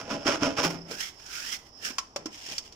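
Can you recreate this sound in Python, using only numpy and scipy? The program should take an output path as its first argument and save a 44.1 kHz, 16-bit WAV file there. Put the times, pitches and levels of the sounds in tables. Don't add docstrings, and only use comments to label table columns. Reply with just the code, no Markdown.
import sys
import numpy as np
from scipy import signal
from scipy.fft import rfft, irfft
from scipy.io import wavfile
from scipy.ndimage import uniform_filter1d

SR = 44100
rng = np.random.default_rng(int(sys.argv[2]) if len(sys.argv) > 2 else 0)


def to_wav(sig):
    pcm = np.clip(np.atleast_2d(sig), -1, 1) * 32767
    pcm = np.round(pcm).astype(np.int16)
    wavfile.write(sys.argv[1], SR, pcm.T)


N = 121275
T = np.arange(N) / SR
HALF_S = SR // 2

# [f/Hz, level/dB]
TOWN_COLOUR = [(20, 2), (50, 8), (90, 4), (170, -4.5), (300, -4), (600, -7.5), (1000, -10), (2000, -30.5),
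               (4000, -33), (5400, -24), (8000, -40), (16000, -43)]
TOWN_DB = -52.5

# [start t/s, attack/s, end of push t/s, release/(dB/s), rasp level/dB,
# fine chip hiss level/dB re rasp, pipe wall level/dB re rasp]
STROKES_AND_CHATTERS = [(-.06, 0.018, .006, 393, -32.5, -20.5, -6),
                        (.065, 0.045, 0.16, 431, -32.5, -26, 6.5),
                        (.241, 0.031, 0.36, 434, -22.5, -28, -4.5), (.388, .045, .47, 183, -25.5, -32, 4.5),
                        (.552, 0.035, 0.6, 280, -23, -27, -0.5), (.616, 0.025, .658, 512, -21.5, -13, -4.5),
                        (.685, 0.016, .714, 350, -36, -10.5, -0.5),
                        (0.734, 0.014, .756, 450, -43.5, -22, 7)]
# [f/Hz, level/dB]
RASP_COLOUR = [(40, -30), (110, -2.5), (200, -10), (300, 14.5), (430, 3.5), (560, 7), (750, -0.5),
               (1050, -1), (1400, 1), (1800, -6.5), (2800, -9), (4000, -17), (5400, -16), (7000, -15.5),
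               (9000, -21.5), (16000, -36.5)]
# [f/Hz, relative level/dB, t60/s]
CLAMPED_PIPE_MODES = [(272.4, 4.5, 0.17), (310, -2.5, 0.26), (523, 2, 0.071), (585.6, -9, 0.27),
                      (658.4, 2.5, 0.063), (826, -6, 0.072), (950, -13.5, 0.07), (1002, -7.5, 0.064),
                      (1305, -25, 0.087), (1416, -20.5, 0.058), (1450, -31, 0.12), (2610, -19, 0.074)]
TOOTH_HZ, SLOWEST_SPEED = 1195.7, .35
TOOTH_JITTER, TOOTH_SPREAD_DB = .2, 3.5
CHIP_SHARE = 0.92
BITE_DB, BITE_PER_S = 1.94, 140
SAG_DB_PER_S = 96
DRAG_DB, DRAG_WALL_DB = -46.5, -41
THROUGH_S, DRAG_FADE_S = 0.61, 0.078
RUMBLE_DB = -16

# [t/s, level/dB]
BLADE_CATCHES = [(.11, -28), (0.149, -21), (.175, -25), (0.258, -18.5), (.284, -19.5), (.422, -14),
                 (0.476, -21), (.584, -25), (.647, -24.5), (0.655, -30)]
JOLT_HZ, JOLT_T60_S = 287.7, 0.074

# [t/s, length/s, level/dB before the common gain]
THIN_RING_SWELLS = [(0.231, 0.051, -51.5), (.785, 0.016, -53), (.822, 0.0093, -49), (.858, .012, -54),
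                    (1.222, 0.066, -58), (1.775, 0.055, -54), (1.935, .02, -50)]
THIN_RING_HZ, THIN_RING_WIDTH_HZ, THIN_RING_GAIN_DB = 5200, 430, -11.5

# [f/Hz, relative level/dB, t60/s]
FREED_PIPE_MODES = [(168.5, 3.5, 0.63), (300, -12, 0.12), (379, -9, 0.83), (468, -15, 0.26),
                    (662, -11, 0.5), (760, -14, 0.37), (890, -12, 0.39)]
FREED_S, FREED_DB, FREED_WAVER_DB = .657, -28.5, 2

# [t/s, length/s, level/dB]
HAND_SHUFFLES = [(.76, .06, -43.5), (.88, 0.036, -49), (.935, 0.042, -43), (1.01, 0.031, -71),
                 (1.88, 0.064, -50), (2.205, 0.036, -46), (2.29, 0.021, -46.5), (2.52, 0.026, -45.5)]
# [f/Hz, level/dB]
SHUFFLE_COLOUR = [(40, -24), (130, 7.5), (230, 6), (480, 5.5), (700, 1.5), (1100, -13), (2000, -12.5),
                  (16000, -59)]

# [t/s, level/dB before the common gain]
SCRAPE_EFFORT = [(.86, -70), (.915, -40.5), (.976, -47), (1.01, -35.5), (1.055, -41), (1.098, -49),
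                 (1.134, -65.5), (1.23, -57), (1.278, -50.5), (1.352, -40.5), (1.432, -43.5),
                 (1.548, -36.5), (1.58, -56.5), (1.645, -68.5), (1.67, -57.5), (1.716, -76), (1.805, -60.5),
                 (1.856, -33), (1.905, -44.5), (1.928, -58), (1.972, -59), (2.03, -81), (2.305, -67),
                 (2.326, -51.5), (2.362, -47.5), (2.42, -49), (2.458, -45), (2.535, -41), (2.574, -49.5),
                 (2.62, -64), (2.65, -59), (2.662, -53.5), (2.71, -65), (2.75, -61)]
# [f/Hz, level/dB]
BLADE_COLOUR = [(60, -12), (300, -6.5), (950, -12), (1500, 1), (2200, -3), (3200, -4.5), (5400, -6),
                (7000, -1), (10000, -4), (16000, -10)]
# [f/Hz, level/dB]
RUB_COLOUR = [(60, -16), (280, -6), (650, -3), (1200, -7.5), (2000, 2), (2900, 2.5), (4000, -1.5),
              (5400, -3), (7000, -0.5), (10000, -7), (16000, -10)]
# [t/s, f/Hz]
BLADE_GLIDE = [(.9, 1400), (.99, 1650), (1.04, 2100), (1.1, 2086), (1.3, 1443), (1.41, 1497), (1.48, 1847),
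               (1.55, 2092), (1.83, 1745), (1.9, 1548)]
SCRAPE_GAIN_DB, JUDDER_DB = -1, 1.7
SLIPS_PER_S, SLIP_JITTER, SLIP_SPREAD_DB = 7900, .4, 2.5
RUB_FROM_S, RUB_JUDDER_DB = 2.1, 0.9
BLADE_WIDTH_HZ, BLADE_RING_DB = 235, -6.5
OVERTONE_RATIO, OVERTONE_DB = 1.62, -12

# [t/s, click level/dB re crack and rim levels, lower edge of the click f/Hz,
# thud f/Hz, thud level/dB, thud t60/s]
PIPE_KNOCKS = [(0.91, -9.5, 300, 466, -34.5, .05), (1.197, -19.5, 1500, 1500, -64, 0.018),
               (1.262, -13, 4000, 5500, -65, 0.017), (1.903, -10, 292, 247, -40.5, 0.057),
               (1.9829, 5, 850, 1103, -30.5, .04), (2.1604, -1, 181, 568, -28, 0.044),
               (2.2569, -5, 180, 309, -31, 0.069), (2.486, -21, 300, 377, -38.5, 0.014),
               (2.5803, 1.5, 2680, 4660, -37, 0.026), (2.723, -17.5, 2470, 4670, -61, 0.024)]
# [f/Hz, relative level/dB, t60/s]
RIM_MODES = [(252, -13, 0.09), (747, -8, 0.046), (1029, -7.5, 0.12), (1140, -8, 0.068), (1340, -4, 0.048),
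             (2336, -5.5, 0.029), (2850, -13, 0.023), (3260, -8, 0.017), (4610, -8, 0.028),
             (5780, -10, .025), (7330, -16, .025)]
# [f/Hz, level/dB]
CRACK_COLOUR = [(100, -4), (800, 0.5), (1300, 5.5), (2000, 2), (3000, 0.5), (5000, 1), (7000, 2.5),
                (9000, -6), (16000, -13)]
# [ratio to thud f, level/dB re thud]
THUD_CLUSTER = [(.78, -9), (0.999, 7.5), (1.23, -7)]
RIM_DB, CRACK_DB, CRACK_T60_S = -33, -30.5, 0.058
CONTACT_S = 0.0015

# [f/Hz, level/dB]
ROOM_COLOUR = [(60, -2.5), (300, 4), (1000, 0), (3000, -2), (16000, -4)]
ROOM_DB, ROOM_T60_S = -12, 0.33
SPLIT_HZ = 970
TURN_DB, TURN_S = 5.5, 1.95

# [f/Hz, level/dB]
MIC_COLOUR = [(100, -8.5), (300, -2), (500, -3.5), (800, 0), (1200, 3), (2000, 2), (3200, 6.5), (3850, 0),
              (4700, 5), (5050, 10.5), (5370, 15.5), (5800, 9), (7000, 2), (8000, -5), (12500, -6),
              (14000, -5.5), (15000, -1), (16000, -17)]
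# [f/Hz, left minus right level/dB]
PORT_BALANCE = [(60, 2), (300, -0.5), (700, -1.5), (1300, 0), (2400, -8), (4400, -12), (5600, -10.5),
                (8100, 6), (11000, -1.5), (15000, -10.5)]
TOP_HZ = 16000


def amp(db):
    return np.exp(np.asarray(db) * (np.log(10) / 20))


def unit(x):
    return x / np.sqrt(np.mean(x ** 2) + 1e-18)


def noise():
    return rng.standard_normal((2, N))


def edge(x, hz, kind, order=2):
    return signal.sosfilt(signal.butter(order, hz, kind, fs=SR, output="sos"), x)


def walk(rate_hz):
    return unit(edge(rng.standard_normal(N), rate_hz, "low"))


def curve(points):
    return np.interp(T, *np.array(points).T)


def swells(rows):
    return sum(amp(db) * np.exp(-np.minimum(((T - at) / length) ** 2, 20)) for at, length, db in rows)


def add(out, start, x):
    part = out[..., int(start * SR):][..., :x.shape[-1]]
    part += x[..., :part.shape[-1]]


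def conv(x, impulse):
    return signal.oaconvolve(np.atleast_2d(x), np.atleast_2d(impulse), axes=1)[:, :x.shape[-1]]


def response(points, share=1):
    hz, db = np.array(points, float).T
    size = 2048
    log_hz = np.log(np.fft.rfftfreq(size, 1 / SR) + 1)
    level_db = share * np.interp(log_hz, np.log(hz), db)
    cepstrum = irfft(np.log(amp(level_db)))
    cepstrum[1:size // 2] *= 2
    cepstrum[size // 2 + 1:] = 0
    return irfft(np.exp(rfft(cepstrum)))


def colour(x, points):
    impulse = response(points)
    return conv(x, impulse / np.linalg.norm(impulse))


def fade(t60):
    return np.exp(-np.log(1000) * T[:HALF_S] / t60)


def ring(modes):
    return sum(amp(db) * fade(t60) * np.sin(2 * np.pi * hz * T[:HALF_S]) for hz, db, t60 in modes)


def band(hz, width_hz):
    phase = 2 * np.pi * np.cumsum(hz * np.ones(N)) / SR
    in_phase = edge(noise(), width_hz / 2, "low") * np.cos(phase)
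    quadrature = edge(noise(), width_hz / 2, "low") * np.sin(phase)
    return unit(in_phase + quadrature)


def clicks(rate, jitter, spread_db):
    turns = np.floor(np.cumsum(rate * np.exp(jitter * walk(400))) / SR)
    levels = amp(spread_db * np.clip(noise(), -2, 2))
    return unit(np.diff(turns, prepend=0) * levels)


def town():
    return amp(TOWN_DB) * colour(noise(), TOWN_COLOUR)


def saw():
    dragging = np.clip((THROUGH_S - T) / DRAG_FADE_S, 0, 1)
    force = amp(DRAG_DB) * dragging
    shake = amp(DRAG_WALL_DB) * dragging
    hiss = 0
    speed = np.full(N, SLOWEST_SPEED)
    for start, attack, end, release_db_per_s, db, hiss_db, wall_db in STROKES_AND_CHATTERS:
        rise = np.clip((T - start) / attack, 0, 1) ** 2
        sag_db = SAG_DB_PER_S * np.maximum(T - start - attack, 0)
        release_db = release_db_per_s * np.maximum(T - end, 0)
        push = rise * amp(db - sag_db - release_db)
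        force = np.hypot(force, push)
        shake = np.hypot(shake, push * amp(wall_db))
        hiss = hiss + push * amp(hiss_db)
        progress = np.clip((T - start) / (end - start + .03), 0, 1)
        speed = np.maximum(speed, np.sin(np.pi * progress))
    teeth = clicks(TOOTH_HZ * speed, TOOTH_JITTER, TOOTH_SPREAD_DB) * np.sqrt(speed.mean() / speed)
    chips = teeth - uniform_filter1d(teeth, size=200) + CHIP_SHARE * noise()
    cut = unit(chips * amp(BITE_DB * walk(BITE_PER_S)))
    wall = ring(CLAMPED_PIPE_MODES)
    rasp = colour(cut * force, RASP_COLOUR)
    wall_ring = conv(cut * shake, wall / np.linalg.norm(wall))
    chip_hiss = colour(hiss * cut, BLADE_COLOUR)
    rumble = amp(RUMBLE_DB) * np.sqrt(shake * shake.max()) * band(115, 88)
    return rasp + wall_ring + chip_hiss + rumble


def catches():
    out = np.zeros(N)
    jolt = ring([(JOLT_HZ, 0, JOLT_T60_S)])
    for at, db in BLADE_CATCHES:
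        add(out, at, amp(db) * jolt)
    return out


def thin_ring():
    return amp(THIN_RING_GAIN_DB) * band(THIN_RING_HZ, THIN_RING_WIDTH_HZ) * swells(THIN_RING_SWELLS)


def freed_pipe():
    hum = np.zeros(N)
    add(hum, FREED_S, ring(FREED_PIPE_MODES))
    return amp(FREED_DB + FREED_WAVER_DB * walk(38)) * hum


def shuffles():
    return colour(noise() * swells(HAND_SHUFFLES), SHUFFLE_COLOUR)


def scrapes():
    effort = amp(curve(SCRAPE_EFFORT) + SCRAPE_GAIN_DB + JUDDER_DB * walk(73))
    grains = clicks(np.full(N, SLIPS_PER_S), SLIP_JITTER, SLIP_SPREAD_DB) * np.sign(noise())
    slips = effort * unit(grains + .6 * noise())
    blade = T < RUB_FROM_S
    glide_hz = curve(BLADE_GLIDE)
    tone = amp(BLADE_RING_DB) * band(glide_hz, BLADE_WIDTH_HZ)
    overtone = amp(OVERTONE_DB) * band(glide_hz * OVERTONE_RATIO, 2 * BLADE_WIDTH_HZ)
    blade_scrape = colour(slips * blade, BLADE_COLOUR)
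    pipe_rub = colour(slips * ~blade * amp(RUB_JUDDER_DB * walk(160)), RUB_COLOUR)
    return blade_scrape + pipe_rub + (tone + overtone) * effort * blade


def knocks():
    out = np.zeros((2, N))
    rim = amp(RIM_DB) * ring(RIM_MODES)
    contact = np.clip(T[:HALF_S] / CONTACT_S, 0, 1)
    for at, db, low_hz, hz, thud_db, t60 in PIPE_KNOCKS:
        burst = rng.standard_normal((2, HALF_S)) * fade(CRACK_T60_S)
        crack = amp(CRACK_DB) * colour(burst, CRACK_COLOUR)
        thud = ring([(hz * ratio, thud_db + mode_db, t60) for ratio, mode_db in THUD_CLUSTER])
        click = amp(db) * edge(crack + rim, low_hz, "high")
        add(out, at, contact * (click + thud))
    return out


def scene():
    x = town() + saw() + catches() + thin_ring() + freed_pipe() + shuffles() + scrapes() + knocks()
    turn_db = TURN_DB * np.clip((T - TURN_S) / .03, 0, 1)
    bass = edge(x[0], SPLIT_HZ, "low", order=3)
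    treble = edge(x, SPLIT_HZ, "high", order=3) * amp([turn_db / 2, -turn_db / 2])
    near = bass + treble
    room = rng.standard_normal((2, HALF_S)) * fade(ROOM_T60_S)
    tail = conv(room / np.linalg.norm(room[0]), response(ROOM_COLOUR))
    return near + amp(ROOM_DB) * conv(near, tail)


def record(dry):
    ports = np.array([response(PORT_BALANCE, side / 2) for side in (1, -1)])
    heard = conv(conv(dry, response(MIC_COLOUR)), ports)
    return signal.sosfilt(signal.ellip(8, .2, 70, TOP_HZ, fs=SR, output="sos"), heard)


dry = scene()
out = record(dry)
to_wav(out)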